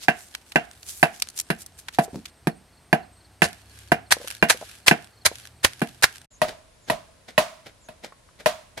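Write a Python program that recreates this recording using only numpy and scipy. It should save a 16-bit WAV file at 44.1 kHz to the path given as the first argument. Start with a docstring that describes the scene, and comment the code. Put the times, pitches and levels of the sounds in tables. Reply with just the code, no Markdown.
"""Pounding chillies and garlic in a yard

Chillies and garlic are pounded in a wooden mortar in an open yard, with faint insects, birds and a low hum.
Near the microphone, ringing modes, noise and echoes make steady wooden knocks; shaped grains of noise make
a knife scraping garlic skins and a pestle starting to crush fresh pods.
After a brief silence the pounding is heard from across the yard, with light scuffs between the blows.
Bird notes and the insect trill are unsteady sines; the still air is steady coloured noise."""
import sys
import numpy as np
from scipy import signal
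from scipy.fft import rfft, irfft, next_fast_len
from scipy.io import wavfile
from scipy.ndimage import uniform_filter1d

SR = 44100
rng = np.random.default_rng(int(sys.argv[2]) if len(sys.argv) > 2 else 0)


def generate_wav(sig):
    """Save sig (samples, or channels by samples) to the path in sys.argv[1] as 16-bit PCM at SR."""
    pcm = np.round(np.clip(np.atleast_2d(sig).T, -1, 1) * 32767).astype(np.int16)
    wavfile.write(sys.argv[1], SR, pcm)


N = 388080
TIME = np.arange(N) / SR
AGE = TIME[:SR // 2]  # time since a sound began [s]


# blows close to the microphone:
# (time [s], blow level [dB], low thud [dB], upper clack [dB], crack level [dB])
CLOSE_KNOCKS = [(.0835, 1, -1.5, 3.5, -22.5), (.5583, 1.5, -0.5, 1.5, -25.5), (1.0288, 5, -4.5, 0, -14),
                (1.5023, -13, 13, 6.5, -20.5), (1.9862, 3, -0.5, -10, -19), (2.4712, -9.5, 11, -6.5, -22),
                (2.9287, 4, -0.5, -4.5, -22), (3.4198, -0.5, 3, 5, -16), (3.9183, 2.5, -1, -2.5, -17.5),
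                (4.4256, 1, 2.5, 3, -19), (4.9119, 2.5, 1.5, 0, -25), (5.8175, -10, 11, 1, -22.5)]
# ringing modes of the wood, close by: (frequency [Hz], level [dB], t60 [s])
CLOSE_WOOD = [(132, -19, 0.047), (168.7, -12.5, 0.055), (223, -19.5, 0.091), (330.4, -11, 0.021),
              (463.6, -26, 0.11), (625, -23.5, 0.12), (691, -18.5, 0.12), (808, -7.5, .021),
              (990, -23.5, 0.068), (1116, -29, 0.044), (1526, -14.5, 0.055), (1716, -4, 0.014),
              (1743, -18.5, 0.053), (2003, -23, 0.054), (2200, -24, 0.024), (2400, -18, 0.054),
              (2690, -19.5, 0.074), (2830, -30.5, 0.15)]
# first echoes from the ground and the hut, close by: (delay [s], level [dB])
CLOSE_ECHOES = [(.0057, -23), (0.0148, -17.5), (0.0262, -20)]
# left minus right, close by: (frequency [Hz], level difference [dB])
CLOSE_BALANCE = [(100, -1), (350, 2.5), (700, 1.5), (1100, 1), (1700, -8), (3000, -3), (8000, -1)]
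# noisy crack of the contact, close by: (frequency [Hz], density [dB per Hz])
CLOSE_CRACK = [(100, -12), (500, 11.5), (1200, 7.5), (1800, 10), (2800, -2), (4500, -2), (7000, -12.5),
               (11000, -1.5), (16000, -28.5)]
# crowd of weak modes and echoes after a close blow: (frequency [Hz], density [dB per Hz])
CLOSE_AFTER = [(90, -19), (170, 1.5), (400, -5.5), (540, -12.5), (720, 8.5), (900, -8), (1220, -13),
               (1600, -1.5), (2000, -8), (2700, -10.5), (3500, -21.5), (8000, -30.5), (16000, -49.5)]


def close_knocks():
    """Blows on the wooden mortar near the microphone: short cracks over ringing wood."""
    return knocks(CLOSE_KNOCKS, CLOSE_WOOD, CLOSE_ECHOES, CLOSE_BALANCE, CLOSE_CRACK, CLOSE_AFTER,
                  crack_t60=0.087, after_db=-15.5, after_t60=0.059, tail_db=-30.0, tail_t60=0.32,
                  left_lag_ms=0.14)


# blows heard across the yard:
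# (time [s], blow level [dB], low thud [dB], upper clack [dB], crack level [dB])
FAR_KNOCKS = [(6.4167, -4, 2, 9, -20.5), (6.8992, -5, 3, 8.5, -20), (7.3785, -1, -1.5, 13, -14.5),
              (7.8875, -28.5, 7, 9.5, -44), (8.4597, -3, -3.5, 12, -17)]
# ringing modes of the wood, across the yard: (frequency [Hz], level [dB], t60 [s])
FAR_WOOD = [(136, -15.5, 0.035), (239.3, -22.5, 0.1), (476.5, -20, 0.064), (612.4, -10.5, 0.14),
            (710, -16, 0.16), (850, -19, 0.032), (928, -12, 0.033), (1057, -29, 0.066), (1460, -34, 0.026),
            (1860, -12, 0.017), (1880, -13.5, 0.015), (2546, -28.5, 0.041), (2694, -36.5, 0.04),
            (2904, -33, 0.043), (3880, -49, 0.15)]
# first echoes from the ground and the hut, far off: (delay [s], level [dB])
FAR_ECHOES = [(.0062, -11.5), (.017, -26.5), (.032, -19.5)]
# left minus right, across the yard: (frequency [Hz], level difference [dB])
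FAR_BALANCE = [(100, 2.5), (380, 0), (650, 3), (1100, 1), (2400, -7.5), (4400, 0.5), (8000, -10.5)]
# noisy crack of the contact, across the yard: (frequency [Hz], density [dB per Hz])
FAR_CRACK = [(100, -15.5), (400, 5), (1000, 8), (1400, -3.5), (2400, -5.5), (4200, -3.5), (7000, -28.5),
             (11000, -4), (16000, -38)]
# crowd of weak modes and echoes after a far blow: (frequency [Hz], density [dB per Hz])
FAR_AFTER = [(90, -2.5), (220, 1.5), (330, -5.5), (520, -4), (640, 19), (780, 1), (1020, 5.5), (1400, -8.5),
             (1800, -12.5), (2600, -14), (4200, -16.5), (10000, -26), (16000, -39.5)]


def far_knocks():
    """Blows heard across the yard: the blur of weak modes and echoes lingers longer."""
    return knocks(FAR_KNOCKS, FAR_WOOD, FAR_ECHOES, FAR_BALANCE, FAR_CRACK, FAR_AFTER,
                  crack_t60=0.099, after_db=-21.0, after_t60=0.16, tail_db=-35, tail_t60=0.57,
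                  left_lag_ms=0.061)


def knocks(blows, modes, echoes, balance, crack, after, crack_t60, after_db, after_t60,
           tail_db, tail_t60, left_lag_ms):
    """A crack, the ringing wood and its echoes; food under the pestle shifts weight between thud and clack."""
    out = np.zeros((2, N))
    for time_s, blow_db, thud_db, clack_db, crack_db in blows:
        contact = [(330, blow_db + thud_db), (650, blow_db), (950, blow_db), (1600, blow_db + clack_db)]
        wood = strike(modes, contact, balance, left_lag_ms)
        add(out, time_s, wood)
        for delay_s, echo_db in echoes:
            add(out, time_s + delay_s, from_db(echo_db) * wood)

        crack_noise = noise(crack, len(AGE), alike=0.064, grain_db=-3.5)
        snap = from_db(crack_db) * decay(crack_t60) * crack_noise
        add(out, time_s, snap * pan(at_hz(balance, 5000)))

        # countless weak modes blur into noise that dies fast, then lingers in the yard
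        blur_spectrum = [(hz, db + at_hz(contact, hz)) for hz, db in after]
        blur = noise(blur_spectrum, len(AGE), alike=0.25)
        fade = from_db(after_db) * decay(after_t60) + from_db(tail_db) * decay(tail_t60)
        strength = np.mean(from_db([db for hz, db in contact]))
        add(out, time_s, strength * fade * blur * pan(at_hz(balance, 1500)))
    return out


def strike(modes, contact, balance, left_lag_ms):
    """The main modes of the wood, weighted by the spectrum of the contact; the left side starts later."""
    out = 0
    lag = np.array([[left_lag_ms / 1000], [0]])
    for k, (hz, db, t60) in enumerate(modes):
        level_db = db + at_hz(contact, hz) + 0.91 * rng.normal()
        # upper modes shift with the spot that is struck
        spot = 1 + 0.016 * rng.normal() * min(hz / 2500, 1)
        mode = from_db(level_db) * pan(at_hz(balance, hz)) * ring(hz * spot, t60, lag)
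        out = out + (-1) ** k * mode
    return cut(out, 140, "high", order=3)


# pods give way under the pestle: (first touch [s], burst [s], touch level [dB], peak level [dB],
# t60 [s], snap level [dB], snap frequency [Hz], thump level [dB])
CRUNCHES = [(3.428, 3.453, -23, -23, 0.053, -37, 1705, -25),
            (4.107, 4.124, -25, -8, 0.052, -19.5, 2300, -25),
            (4.486, 4.503, -35, -10.5, 0.088, -13.5, 2425, -31),
            (4.863, 4.881, -26.5, -15, 0.11, 3.5, 2470, -25), (5.25, 5.263, -29, -7, 0.051, -27, 1403, -26),
            (5.629, 5.647, -46, -12, 0.074, -1.5, 2350, -18),
            (6.024, 6.0402, -23.5, -7.5, 0.051, -1, 1926, -40)]
# crackle of the crushed skins: (frequency [Hz], density [dB per Hz])
CRUNCH = [(47, -51.5), (80, -10.5), (250, -18), (702, -2), (1140, -6.5), (1600, 0.5), (3240, -7.5),
          (4230, -3.5), (5400, -7.5), (6740, -8), (8050, -10), (9610, -8), (11000, -10.5), (12300, -13.5),
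          (16000, -40)]


def crunches():
    """Skins crackle from the first touch as the load builds, the pod bursts, and the pestle lands on the pulp."""
    out = np.zeros((2, N))
    for touch_s, burst_s, touch_db, peak_db, t60, snap_db, snap_hz, thump_db in CRUNCHES:
        load_size = max(int((burst_s - touch_s) * SR), 2)
        load = from_db(np.linspace(touch_db, peak_db, load_size))
        shape = np.concatenate([load, from_db(peak_db) * decay(t60)])
        crackling = noise(CRUNCH, len(shape), alike=0.22, grain_db=4.5, grains_per_s=1500)
        add(out, touch_s, shape * crackling)

        burst = noise(hump(snap_hz, below_db=5.0, above_db=9.5), len(AGE), alike=0.3) * decay(0.023)
        thump = from_db(-9) * ring(92, 0.1) + ring(560, 0.04)
        add(out, burst_s, from_db(snap_db) * burst + from_db(thump_db) * thump)
    return out * pan(-1.4)


# pieces slide back as the pestle lifts: (middle time [s], level [dB], length [s])
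SLIDES = [(3.793, -49.5, 0.14), (4.291, -41.5, 0.11), (4.667, -45.5, 0.18), (5.03, -54.5, 0.039),
          (5.41, -48.5, .1), (5.92, -54.5, 0.28), (6.157, -49, 0.019)]


def pulp():
    """Crushed skins crackle as they settle after each burst, and as they slide back under the lifted pestle."""
    level = np.zeros((1, N))
    for touch_s, burst_s, *rest in CRUNCHES:
        add(level, burst_s, from_db(-44) * decay(t60=0.7))
    for middle_s, db, length_s in SLIDES:
        level = level + from_db(db) * np.exp(-2 * ((TIME - middle_s) / length_s) ** 2)
    crackling = level * crackle(grain_db=2, clump_db=1)
    return cut(crackling, 13000, "low", order=4) * pan(-0.95)


# the knife snaps through dry skin: (time [s], level [dB], frequency [Hz])
NICKS = [(.341, -38, 3000), (0.35, -23, 2410), (.52, -29, 2760), (0.83, -37, 4620), (1.018, -36, 9000),
         (1.199, -29.5, 6140), (1.2222, -13, 4130), (1.288, -33.5, 6840), (1.301, -36, 6940),
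         (1.389, -18, 6500), (1.3997, -16, 6950), (1.412, -26, 9050), (1.663, -33, 9200),
         (1.885, -23, 1810), (2.256, -27.5, 3260)]
# the blade drags along a clove and peels a strip:
# (time of the peak [s], level [dB], frequency [Hz], build-up [s], t60 [s])
SCRAPES = [(.035, -33.5, 4470, .11, 0.1), (.2, -44, 7750, .2, 0.5), (.5, -52.5, 8000, .2, .15),
           (.893, -32, 7560, .12, 0.23), (0.975, -39.5, 10700, .6, 0.47), (1.15, -46, 6000, .15, 0.45),
           (1.379, -28, 8050, .058, 0.041), (1.62, -36.5, 8400, .12, .06), (1.792, -39, 8700, .05, 0.085),
           (1.944, -38.5, 3840, .05, 0.098), (2.047, -34, 8200, .13, 0.037), (2.159, -50, 5000, .2, 0.22)]
NICK_BUILD_UP_S, NICK_T60_S = 0.0045, 0.023
PEELING_END_S, FINGERS_DB = 2.3, -59  # fingers rustle the skins until the peeling stops


def peeling():
    """The knife nicks and scrapes papery skins over the soft rustle of the fingers."""
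    out = from_db(FINGERS_DB) * (TIME < PEELING_END_S) * crackle(grain_db=4, clump_db=4.5)
    nicks = [(time_s, db, hz, NICK_BUILD_UP_S, NICK_T60_S) for time_s, db, hz in NICKS]
    for time_s, db, hz, build_up, t60 in nicks + SCRAPES:
        spectrum = hump(hz, below_db=6, above_db=7)
        scrape = swell(spectrum, build_up, t60, alike=0.12, grain_db=4.0)
        add(out, time_s - 0.5, from_db(db) * scrape)
    return cut(out, 13000, "low", order=4) * pan(-0.84)


# rustle of dry skins: (frequency [Hz], density [dB per Hz])
SKIN = [(290, -52.5), (500, -19), (1080, -17), (1670, 1.5), (1840, -7.5), (2730, -3), (7100, -8),
        (9920, -8), (11500, -8), (16000, -25)]
FRACTURES_PER_S, FRACTURE_DB = 42, -4.5  # tiny separate fractures, and their level before the skin colour


def crackle(grain_db, clump_db):
    """A grainy rustle of skins that comes in clumps, with separate tiny fractures of uneven size on top."""
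    sizes = from_db(5 * np.minimum(rng.exponential(1, N), 3))
    starts = sizes * (rng.random(N) < FRACTURES_PER_S / SR)
    # each fracture dies away exponentially with a time constant of 1.3 ms
    fractures = signal.lfilter([1], [1, -np.exp(-1 / (0.0013 * SR))], starts + 1e-18)
    rustle = 0.69 * from_db(clump_db * flicker(N, 60))
    skin = noise(SKIN, N, alike=0.13, grain_db=grain_db, grains_per_s=550)
    return skin * (rustle + from_db(FRACTURE_DB) * rms_one(fractures))


# small bumps and dropping pieces: (time [s], level [dB], frequency [Hz])
BUMPS = [(2.08, -34.5, 467), (2.132, -32, 263), (2.145, -26, 310), (2.158, -24.5, 222), (2.181, -36, 256),
         (4.168, -29, 537), (4.201, -32.5, 490), (4.212, -33, 584), (4.245, -31, 520), (4.546, -31.5, 504),
         (4.614, -30.5, 630), (4.626, -30, 660), (5.315, -29.5, 550), (7.8866, -32, 1665),
         (8.123, -35, 1080), (8.289, -42, 1240)]


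def bumps():
    """Soft contacts: a short hollow note with a little noise around it; the lower it is, the longer it rings."""
    out = np.zeros((2, N))
    for time_s, db, hz in BUMPS:
        t60 = 32 / hz  # about 32 cycles of ringing
        rub = noise(hump(hz, below_db=13, above_db=16), len(AGE), alike=0.9) * decay(t60)
        add(out, time_s, from_db(db) * (0.53 * ring(hz, t60) + 0.5 * rub))
    return out


# light scuffs on the wood across the yard:
# (time of the peak [s], level [dB], build-up [s], t60 [s])
SCUFFS = [(6.485, -29.5, 0.03, 0.13), (6.887, -35, 0.042, 0.063), (7.287, -37.5, 0.032, 0.12),
          (7.666, -39.5, 0.041, 0.12), (8.045, -34.5, 0.046, 0.11), (8.402, -41, 0.052, 0.12),
          (8.779, -30.5, 0.025, 0.089)]
# colour of the scuffs: (frequency [Hz], density [dB per Hz])
SCUFF = [(59, -33.5), (100, -5.5), (373, -6.5), (648, -1.5), (1130, -16), (1480, -8.5), (2270, -7.5),
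         (2580, -14), (3540, -10.5), (4670, -14), (10900, -25.5), (14400, -31.5), (16000, -50.5)]


def scuffs():
    """Wood slides on wood between the far blows: grainy noise swells and dies away."""
    out = np.zeros((2, N))
    for time_s, db, build_up, t60 in SCUFFS:
        scuff = swell(SCUFF, build_up, t60, alike=0.5, grain_db=3.0)
        add(out, time_s - 0.5, from_db(db) * scuff)
    return out


# a small bird calls in quick runs: (time of last note [s], notes [count], level of last note [dB])
BIRD_RUNS = [(2.3, 1, -62), (2.52, 1, -56), (2.778, 3, -58), (3.035, 1, -57), (3.255, 3, -55),
             (3.71, 3, -55.5), (3.895, 1, -55), (4.07, 1, -57.5), (4.4, 2, -50.5), (4.84, 1, -60),
             (5.22, 3, -54), (5.441, 1, -52), (5.61, 2, -61)]
# one falling note of a run: (time [s], pitch [Hz])
NOTE = [(0, 4650), (.026, 4015)]
NOTE_GAP_S, NOTE_GROWS_DB = 0.042, 3.5  # each note of a run is louder than the one before
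# a second bird whistles: (time [s], level [dB])
WHISTLES = [(6.295, -53.5), (6.8, -61), (7.8, -56.5)]
# its high, dipping note: (time [s], pitch [Hz])
WHISTLE = [(0, 5140), (.012, 7300), (.035, 7120), (.06, 6300), (.1, 7500)]


def birds():
    """Runs of falling chirps and a few high whistles from the trees: thin gliding sines."""
    out = np.zeros((2, N))
    for last_s, notes, db in BIRD_RUNS:
        for k in range(round(notes)):  # counted back from the last note
            start_s = last_s - k * NOTE_GAP_S - NOTE[-1][0] / 2
            add(out, start_s, from_db(db - k * NOTE_GROWS_DB) * glide(NOTE, waver=0.012))
    for time_s, db in WHISTLES:
        add(out, time_s, from_db(db) * glide(WHISTLE, waver=0.046))
    return out


def glide(shape, waver):
    """A thin, unsteady note that follows a pitch shape."""
    time_s, hz = np.transpose(shape)
    size = int(time_s[-1] * SR)
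    pitch = np.interp(AGE[:size], time_s, hz) * (1 + waver * flicker(size, 900))
    return np.sqrt(np.hanning(size)) * np.sin(2 * np.pi * np.cumsum(pitch) / SR)


def insects(hz, db):
    """A rough trill that wavers in pitch, flutters in strength and comes in waves."""
    pitch = hz * (1 + 0.014 * flicker(N, 14) + 0.028 * flicker(N, 1500))
    flutter_db = 4 * flicker(N, 45) + 3.5 * flicker(N, 8)
    return from_db(db + flutter_db) * np.sin(2 * np.pi * np.cumsum(pitch) / SR)


# a low hum, perhaps a far engine that speeds up: (time [s], mean shaft rate [Hz], middle level [dB])
ENGINE = [(0, 27, -69.5), (1.8, 28.02, -63.5), (2.5, 26.49, -65), (3.1, 31.2, -63), (3.9, 35.26, -57.5),
          (4.8, 35.05, -60), (5.7, 41.1, -56), (6.2, 42.4, -61.5)]


def engine():
    """A low hum at the second and third orders of a shaft, unsteady in speed and level."""
    time_s, shaft_hz, level_db = np.transpose(ENGINE)
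    hz = np.interp(TIME, time_s, shaft_hz)
    db = np.interp(TIME, time_s, level_db)
    turn = 2 * np.pi * np.cumsum(hz * (1 + 0.02 * flicker(N, 14))) / SR
    orders = np.sin(2 * turn) + 1.2 * np.sin(3 * turn)
    return from_db(db + 2.5 * flicker(N, 2.9)) * orders


# still air of the yard around the close microphone: (frequency [Hz], density [dB per Hz])
CLOSE_AIR = [(15, -39.5), (25, -17.5), (55, 0.5), (94, -2), (175, -7), (451, -12), (516, -14.5),
             (695, -10.5), (988, -15.5), (1520, -16.5), (3720, -22.5), (4250, -20.5), (6740, -26.5),
             (10500, -26), (13200, -32.5), (16000, -47)]


def close_air():
    """Still air close to the mortar: steady noise, nearly alike on both sides."""
    return from_db(-57) * noise(CLOSE_AIR, N, alike=0.86)


# still air heard from across the yard: (frequency [Hz], density [dB per Hz])
FAR_AIR = [(15, -28), (25, -1), (66, -1), (363, -17.5), (624, -12.5), (754, -20.5), (1070, -15.5),
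           (1160, -24), (1290, -19.5), (3160, -24.5), (4030, -23.5), (4370, -24.5), (6920, -26.5),
           (10700, -26.5), (16000, -59.5)]


def far_air():
    """Still air across the yard: steady noise, wider between the two sides."""
    return from_db(-56.5) * noise(FAR_AIR, N, alike=0.21)


def yard(x, db, t60):
    """A faint, dull tail scattered back by the hut and the trees."""
    scatter = cut(rng.standard_normal((2, len(AGE))), 7000, "low", order=1)
    tail = scatter * decay(t60) * (1 - decay(0.031))
    response = rms_one(tail) / np.sqrt(len(AGE))
    return x + from_db(db) * signal.fftconvolve(x, response, axes=1)[:, :N]


def ring(hz, t60, lag=0):
    """One struck mode: a dying sine that starts after a lag [s]."""
    age = np.maximum(AGE - lag, 0)
    return np.sin(2 * np.pi * hz * age) * decay(t60)


def swell(spectrum, build_up, t60, alike, grain_db):
    """Grains that build up to a peak after half a second, then die away."""
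    shape = np.concatenate([decay(build_up)[::-1], decay(t60)])
    return shape * noise(spectrum, len(shape), alike, grain_db)


def noise(spectrum, size, alike, grain_db=0, grains_per_s=1000):
    """Coloured stereo noise of rms 1; grain_db sets how unevenly it clumps into tiny fractures."""
    grains = from_db(grain_db * np.minimum(flicker(size, grains_per_s), 2.5))
    mid, side = rng.standard_normal((2, size)) * grains
    side = cut(side, 160, "high", order=1)  # long waves reach both sides alike
    alike = np.clip(alike, 0, 1)
    both = np.sqrt(1 + alike) * mid + np.sqrt(1 - alike) * side * [[1], [-1]]
    padded = next_fast_len(size)
    colour = from_db(at_hz(spectrum, np.fft.rfftfreq(padded, 1 / SR)))
    return rms_one(irfft(rfft(both, padded) * colour, padded)[:, :size])


def hump(hz, below_db, above_db):
    """A spectrum that peaks at hz and falls by so many dB an octave on each side, for four octaves."""
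    return [(hz / 2 ** 4, -4 * below_db), (hz, 0), (hz * 2 ** 4, -4 * above_db)]


def flicker(size, per_s):
    """Random values around 0, per_s new ones a second, joined by straight lines."""
    at = np.arange(size) * per_s / SR
    knots = rng.standard_normal(size // 16 + 2)
    return np.interp(at, np.arange(len(knots)), knots)


def decay(t60):
    """Falls by 60 dB in t60 [s]."""
    return np.exp(-np.log(1000) * AGE / t60)


def pan(db):
    """Left and right gains for a level difference."""
    return from_db(np.array([[0.5], [-0.5]]) * db)


def cut(x, hz, kind, order=2):
    """Low- or high-pass."""
    sos = signal.butter(order, min(hz, SR / 2 - 1), kind, fs=SR, output="sos")
    return signal.sosfilt(sos, x + 1e-18)


def at_hz(points, hz):
    """Read a table on a log-frequency axis."""
    table = np.array(points)
    return np.interp(np.log(np.maximum(hz, 1)), np.log(table[:, 0]), table[:, 1])


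def from_db(db):
    """Amplitude for a level in dB."""
    return 10 ** (np.asarray(db) / 20)


def rms_one(x):
    """Scale to an rms of 1."""
    return x / np.sqrt(np.mean(x ** 2) + 1e-20)


def add(out, time_s, sound):
    """Mix a sound in at a given time."""
    start = round(time_s * SR)
    first, last = max(start, 0), min(start + sound.shape[-1], N)
    out[:, first:last] += sound[..., first - start:last - start]


# the brief silence between the close and the far view: (start [s], end [s])
SILENCE = (6.256, 6.308)


def scene():
    """The close view, a brief silence, then the view from across the yard."""
    close = close_knocks()
    close += yard(crunches() + pulp() + peeling() + bumps() + birds(), db=-26.5, t60=0.24)
    close += close_air() + engine() + insects(hz=8470, db=-68)

    far = far_knocks()
    far += yard(scuffs() + bumps() + birds(), db=-17.0, t60=0.3)
    far += far_air() + insects(hz=8630, db=-82.5)

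    views = np.array([TIME < SILENCE[0], TIME > SILENCE[1]], float)
    close_on, far_on = uniform_filter1d(views, size=400, axis=1)  # short ramps, about 9 ms
    return close * close_on + far * far_on


def record(dry):
    """The hardest blows overload the recorder; the deepest bass and the top are cut."""
    clipped = cut(np.clip(dry, -1, 1), 38, "high")
    top_cut = signal.cheby2(14, 60, 16700, fs=SR, output="sos")  # 60 dB down from 16.7 kHz up
    return signal.sosfilt(top_cut, clipped)


dry = scene()
out = record(dry)
generate_wav(out)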